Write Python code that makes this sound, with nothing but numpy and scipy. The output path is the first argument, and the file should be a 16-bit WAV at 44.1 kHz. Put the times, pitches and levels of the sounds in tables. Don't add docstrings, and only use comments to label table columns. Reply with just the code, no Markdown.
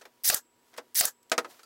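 import sys
import numpy as np
from scipy import signal
from scipy.fft import rfft, irfft, next_fast_len
from scipy.io import wavfile
from scipy.ndimage import uniform_filter1d, map_coordinates

SR = 44100
rng = np.random.default_rng(int(sys.argv[2]) if len(sys.argv) > 2 else 0)


def unload_audio(sound):
    columns = np.transpose(np.atleast_2d(sound))
    steps = np.round(np.clip(columns, -1, 1) * 32767)
    wavfile.write(sys.argv[1], SR, steps.astype(np.int16))


N = 72765


def amp(db):
    return 10 ** (np.asarray(db) / 20)


def unit(x):
    return x / np.sqrt(np.mean(x ** 2) + 1e-20)


def since(s):
    return np.arange(N) / SR - s


def along(points, hz):
    f, v = np.transpose(points)
    return np.interp(np.log(hz + 1), np.log(f + 1), v)


def filtered(x, response):
    m = next_fast_len(N + 8192)
    return irfft(rfft(x, m) * response(np.fft.rfftfreq(m, 1 / SR)), m)[:N]


def noise(colour, tilt_db=0):
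    def response(hz):
        return amp(along(colour, hz) + tilt_db * np.log2(1 + hz / 1000))
    return unit(filtered(rng.standard_normal(N), response))


def narrow(centre_hz, width_hz):
    def response(hz):
        return 1 / (1 + ((hz - centre_hz) / width_hz) ** 4)
    return unit(filtered(rng.standard_normal(N), response))


def wobble(rate):
    return map_coordinates(rng.standard_normal(4096), [np.arange(N) * rate / SR], mode="wrap")


def fade(t, t60):
    return amp(-60 * np.maximum(t, 0) / t60)


def rise(t, rise_s):
    return 1 - np.exp(-np.maximum(t, 0) / rise_s)


def strike(t, t60, rise_s=.00005):
    return rise(t, rise_s) * fade(t, t60)


def push(t, width_s):
    return np.exp(-.5 * (t / width_s - 2) ** 2)


def mode(t, hz, t60):
    return strike(t, t60, rise_s=.0015) * np.sin(2 * np.pi * hz * t)


# (f/Hz, relative level/dB per Hz)
AIR = [(30, -17), (60, -15.5), (125, -5.5), (180, -10.5), (300, -1), (450, -0.5), (650, -9.5), (1000, -8.5),
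       (2000, -14), (3000, -15.5), (5700, -30.5), (7900, -19.5), (9400, -28.5), (15500, -25)]
# (f/Hz, rms level/dB)
HUM = [(241, -79.5), (959, -77.5)]


def workshop():
    hum = np.zeros(N)
    for hz, db in HUM:
        phase = 2 * np.pi * hz * since(0) + 0.14 * wobble(14)
        hum += amp(db) * np.sqrt(2) * np.sin(phase)
    return amp(-71.5) * noise(AIR) + hum


# (f/Hz, level/dB)
CLINK = [(1340, -51.5), (4700, -53)]


def clink():
    t = since(1.6335)
    tones = sum(amp(db) * np.sin(2 * np.pi * hz * t) for hz, db in CLINK)
    return strike(t, t60=0.084) * tones


# (t/s, level/dB)
CLICKS = [(0.055, -53), (0.7752, -39.5), (1.2291, -57), (1.297, -47.5)]
# (f/Hz, relative level/dB per Hz)
CLICK = [(300, -25), (1500, -10), (3500, -1), (6000, 0), (15000, -3)]


def clicks():
    return sum(amp(db) * strike(since(s), t60=0.028, rise_s=.00032) * noise(CLICK) for s, db in CLICKS)


# (f/Hz, relative level/dB per Hz)
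THUD = [(150, -34), (300, -11), (650, -6), (950, -6), (1400, -3), (1800, -3), (3000, -7), (5500, -6.5),
        (8000, -11.5), (12000, -18), (15500, -25)]
# (f/Hz, t60/s)
THUD_T60 = [(200, 0.25), (1000, 0.099), (3000, 0.064), (12000, 0.063)]


def thud(t, tilt_db):
    x = noise(THUD, tilt_db)
    edges = [hz for hz, _ in THUD_T60]
    out = np.zeros(N)
    for share, (_, t60) in zip(np.eye(len(edges)), THUD_T60):
        points = list(zip(edges, share))
        band = filtered(x, lambda hz: along(points, hz))
        out += band * strike(t, t60, rise_s=.0004)
    return out


# (f/Hz, level/dB before contact weight and scatter, t60/s)
WOOD = [(250, -18, .1), (340, -12.5, .075), (420, -7, .072), (484, -3, .088), (652, -3, .088),
        (697, -7.5, .06), (810, -15, .07), (968, -10.5, .075), (1070, -12, .055), (1270, -6, .062),
        (1390, -7, .06), (1495, -8.5, .055), (2030, -10, .06), (2503, -10, .05)]


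def ring(t, weight_db):
    out = np.zeros(N)
    for hz, db, t60 in WOOD:
        scatter_db = 1 * rng.standard_normal()
        out += amp(db + weight_db(hz) + scatter_db) * mode(t, hz, t60)
    return out


# (t/s, level/dB)
SLIDE = [(0, -62), (.1, -70.5), (.22, -69), (0.499, -78), (0.689, -67), (.84, -70), (0.93, -70),
         (1.2, -76.5), (1.44, -64), (1.48, -63), (1.511, -51), (1.526, -56.5), (1.58, -61), (1.65, -65.5)]
# (f/Hz, relative level/dB per Hz)
RUB = [(150, -10.5), (400, -8.5), (650, -2), (1300, -5), (2500, -8.5), (5000, -7.5), (9000, -12),
       (15500, -11.5)]
# (t/s, level/dB, treble tilt/dB per octave)
TAPS = [(0.0118, -51, -0.5), (0.0163, -48.5, -3), (0.0529, -46, -3.5), (0.732, -57, -6.5),
        (0.7393, -51.5, -2), (0.7639, -51.5, -0.5), (1.593, -50.5, -1), (1.6314, -52, 5)]


def handling():
    slide_s, slide_db = np.transpose(SLIDE)
    rub_db = np.interp(since(0), slide_s, slide_db) + 0.5 * wobble(150)
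    out = amp(rub_db) * noise(RUB)
    for s, db, tilt_db in TAPS:
        t = since(s)
        ring_db = -8.5 - tilt_db
        out += amp(db) * (thud(t, tilt_db) + ring(t, lambda hz: ring_db))
    return out


# (t/s, level/dB, treble tilt/dB per octave, crack level/dB, ring level/dB,
#                       ring tilt/dB per octave, favoured f/Hz, its lift/dB)
KNOCKS = [(0.7791, -34, -2.5, -4, -4, -1.7, 484, 5), (1.3171, -19.5, -.5, 4, 0, 1.7, 680, 3),
          (1.3798, -21.5, -1, 6, 0, -2, 1280, 9.5), (1.4457, -38.5, -5.5, -6, -2.5, 3.5, 1124, 14.5)]
# (f/Hz, relative level/dB per Hz)
CRACK = [(200, 9), (1500, -23), (6000, 20), (15000, -6.5)]
FAVOUR_OCTAVES = 0.25


def knocks():
    out = np.zeros(N)
    for s, db, tilt_db, crack_db, ring_db, ring_tilt_db, main_hz, main_db in KNOCKS:
        t = since(s)

        def weight_db(hz):
            closeness = np.exp(-(np.log2(hz / main_hz) / FAVOUR_OCTAVES) ** 2)
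            return ring_db + ring_tilt_db * np.log2(hz / 1000) + main_db * closeness

        snap = amp(-4) * push(t, width_s=.00004)
        crack = amp(crack_db) * (strike(t, t60=.003) * noise(CRACK) + snap)
        out += amp(db) * (thud(t, tilt_db) + ring(t, weight_db) + crack)
    return out


def bass_cut(x):
    return signal.sosfilt(signal.butter(3, 177, "high", fs=SR, output="sos"), x)


START_S, SPIN_UP_S, MOTOR_STOP_T60 = 0.06, 0.0046, .021

# (t/s from the blow, f/Hz before smoothing and jitter)
CYCLE = [(-.056, 5400), (-.049, 7700), (-.042, 10800), (-.035, 12100), (-.027, 12650), (-.019, 11800),
         (-.013, 10200), (-.008, 8300), (-.003, 6700), (.003, 5800), (.018, 9500), (.03, 12750),
         (.043, 11800)]
# (multiple of the whine's f, level/dB at top speed, gain/dB per octave of speed,
#              share of the load swell 0-1)
GEARS = [(.5, -9, 8, .5), (.9, -5, 6, .8), (1, -1, 0, 1), (1.205, -6.5, 16, .35)]
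# (t/s from the blow, level/dB)
WHINE_LEVEL = [(-.05, -9), (-.028, -8), (-.017, -2), (-.0125, -4), (-.008, 5), (-.003, -4), (.005, -24)]
TOP_SPEED_HZ, WHINE_JITTER = 12800, .018


def whine(t):
    s, hz = np.transpose(CYCLE)
    pitch = uniform_filter1d(np.interp(t, s, hz), size=200)
    octaves = np.log2(pitch / TOP_SPEED_HZ)
    load_db = np.interp(t, *np.transpose(WHINE_LEVEL))
    running = rise(t + START_S, SPIN_UP_S) * fade(t - s[-1], MOTOR_STOP_T60)
    tones = np.zeros(N)
    for multiple, db, grow_db, share in GEARS:
        turns = np.cumsum(pitch * (1 + WHINE_JITTER * wobble(900))) / SR
        level = amp(db + grow_db * octaves + share * load_db)
        tones += level * np.sin(2 * np.pi * multiple * turns)
    return running * tones


# (f/Hz, relative level/dB per Hz)
WHIR = [(100, -36.5), (450, -30), (780, -14), (950, -23.5), (1400, -14), (1900, -5.5), (2600, -11.5),
        (3500, -7.5), (5000, 1), (8000, -4), (11000, -4), (13000, -2), (15500, -1.5)]
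# (f/Hz, relative level/dB per Hz)
TICK = [(200, -35.5), (2500, -28), (8000, -10.5), (12000, -4), (14500, 3.5), (16000, -10.5)]
LOAD_S, LOAD_DB_PER_S, UNLOAD_S = .012, 149, 0.064


def motor(t):
    tick = amp(-8.5) * strike(t + .0632, t60=.012, rise_s=.00032) * noise(TICK)
    squeak = amp(3) * mode(t + .0545, hz=11000, t60=.018)
    climb = amp(LOAD_DB_PER_S * np.minimum(t + LOAD_S, 0))
    load = rise(t + START_S, SPIN_UP_S) * climb * fade(t + LOAD_S, UNLOAD_S)
    whir = load * amp(-1.7 + 2.5 * wobble(700)) * noise(WHIR)
    return whir + whine(t) + tick + squeak


# (f/Hz, relative level/dB per Hz)
BLOW = [(40, -32.5), (950, -19), (1500, 3.5), (2100, 1.5), (2600, 6), (3300, -4), (4700, 6), (7000, -1),
        (15500, 2.5)]


def blow(t, db):
    nail = amp(db - 10) * mode(t, hz=703, t60=0.06)
    burst = amp(db + 5) * strike(t, t60=.027, rise_s=.0004) * noise(BLOW)
    return nail + burst + amp(-29) * push(t, width_s=.00024)


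# (f/Hz, relative level/dB per Hz)
RESET = [(100, -19.5), (350, -8), (490, 6), (670, 10), (790, 4), (1000, -0.5), (1230, 6.5), (1500, -1.5),
         (3300, -1.5), (4900, 8), (6500, -1.5), (12000, -6.5), (15500, -1.5)]
# (f/Hz, relative level/dB per Hz)
CLACK = [(40, -32.5), (900, -12.5), (1600, 1.5), (2500, -15), (4000, -3.5), (6500, 4), (11000, 5),
         (15500, -0.5)]
# (f/Hz, relative level/dB per Hz)
COAST = [(100, -36), (280, -16), (480, -2), (1100, -4), (1700, 5), (2200, -11.5), (3500, -6), (5500, -1.5),
         (6900, 4), (10000, -4.5), (13000, 1), (16000, -10)]


def reset(t, run_db, delay_s, clack_db):
    after = t - delay_s
    swell = amp(run_db + 95.5 * np.minimum(after, 0))
    run = swell * rise(t, SPIN_UP_S) * fade(after, MOTOR_STOP_T60) * noise(RESET)
    clack = amp(clack_db + 3.5) * strike(after, t60=.021, rise_s=.00065) * noise(CLACK)
    shove = amp(-34) * push(after, width_s=.00024)
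    coast = amp(-34) * rise(after, SPIN_UP_S) * fade(after - 0.031, t60=0.078) * noise(COAST)
    return run + clack + shove + coast


# (f/Hz, half width/Hz, level/dB at the blow)
SPRING = [(7610, 40, -71.5), (7835, 25, -68.5), (7950, 110, -70), (5180, 60, -83)]


def spring(t):
    tones = sum(amp(db) * narrow(hz, width_hz) for hz, width_hz, db in SPRING)
    return strike(t, t60=1.25) * tones


# (t/s of the blow, motor level/dB, blow level/dB, reset run level/dB, reset delay/s, clack level/dB)
SHOTS = [(0.2994, -19.5, -16, -28, .0447, -14), (1.0092, -19.5, -16.5, -28.5, .0433, -14)]


def nailer():
    out = np.zeros(N)
    for s, motor_db, blow_db, reset_db, reset_s, clack_db in SHOTS:
        t = since(s)
        out += amp(motor_db) * motor(t)
        out += blow(t, blow_db)
        out += reset(t, reset_db, reset_s, clack_db)
        out += spring(t)
    return out


def scene():
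    shots = nailer()
    bench = bass_cut(knocks() + handling() + clicks() + clink())
    return (shots + bench + workshop())[None]


def record(dry):
    return filtered(dry[0], lambda hz: 1 / np.sqrt(1 + (hz / 16000) ** 260))[None]


dry = scene()
out = record(dry)
unload_audio(out)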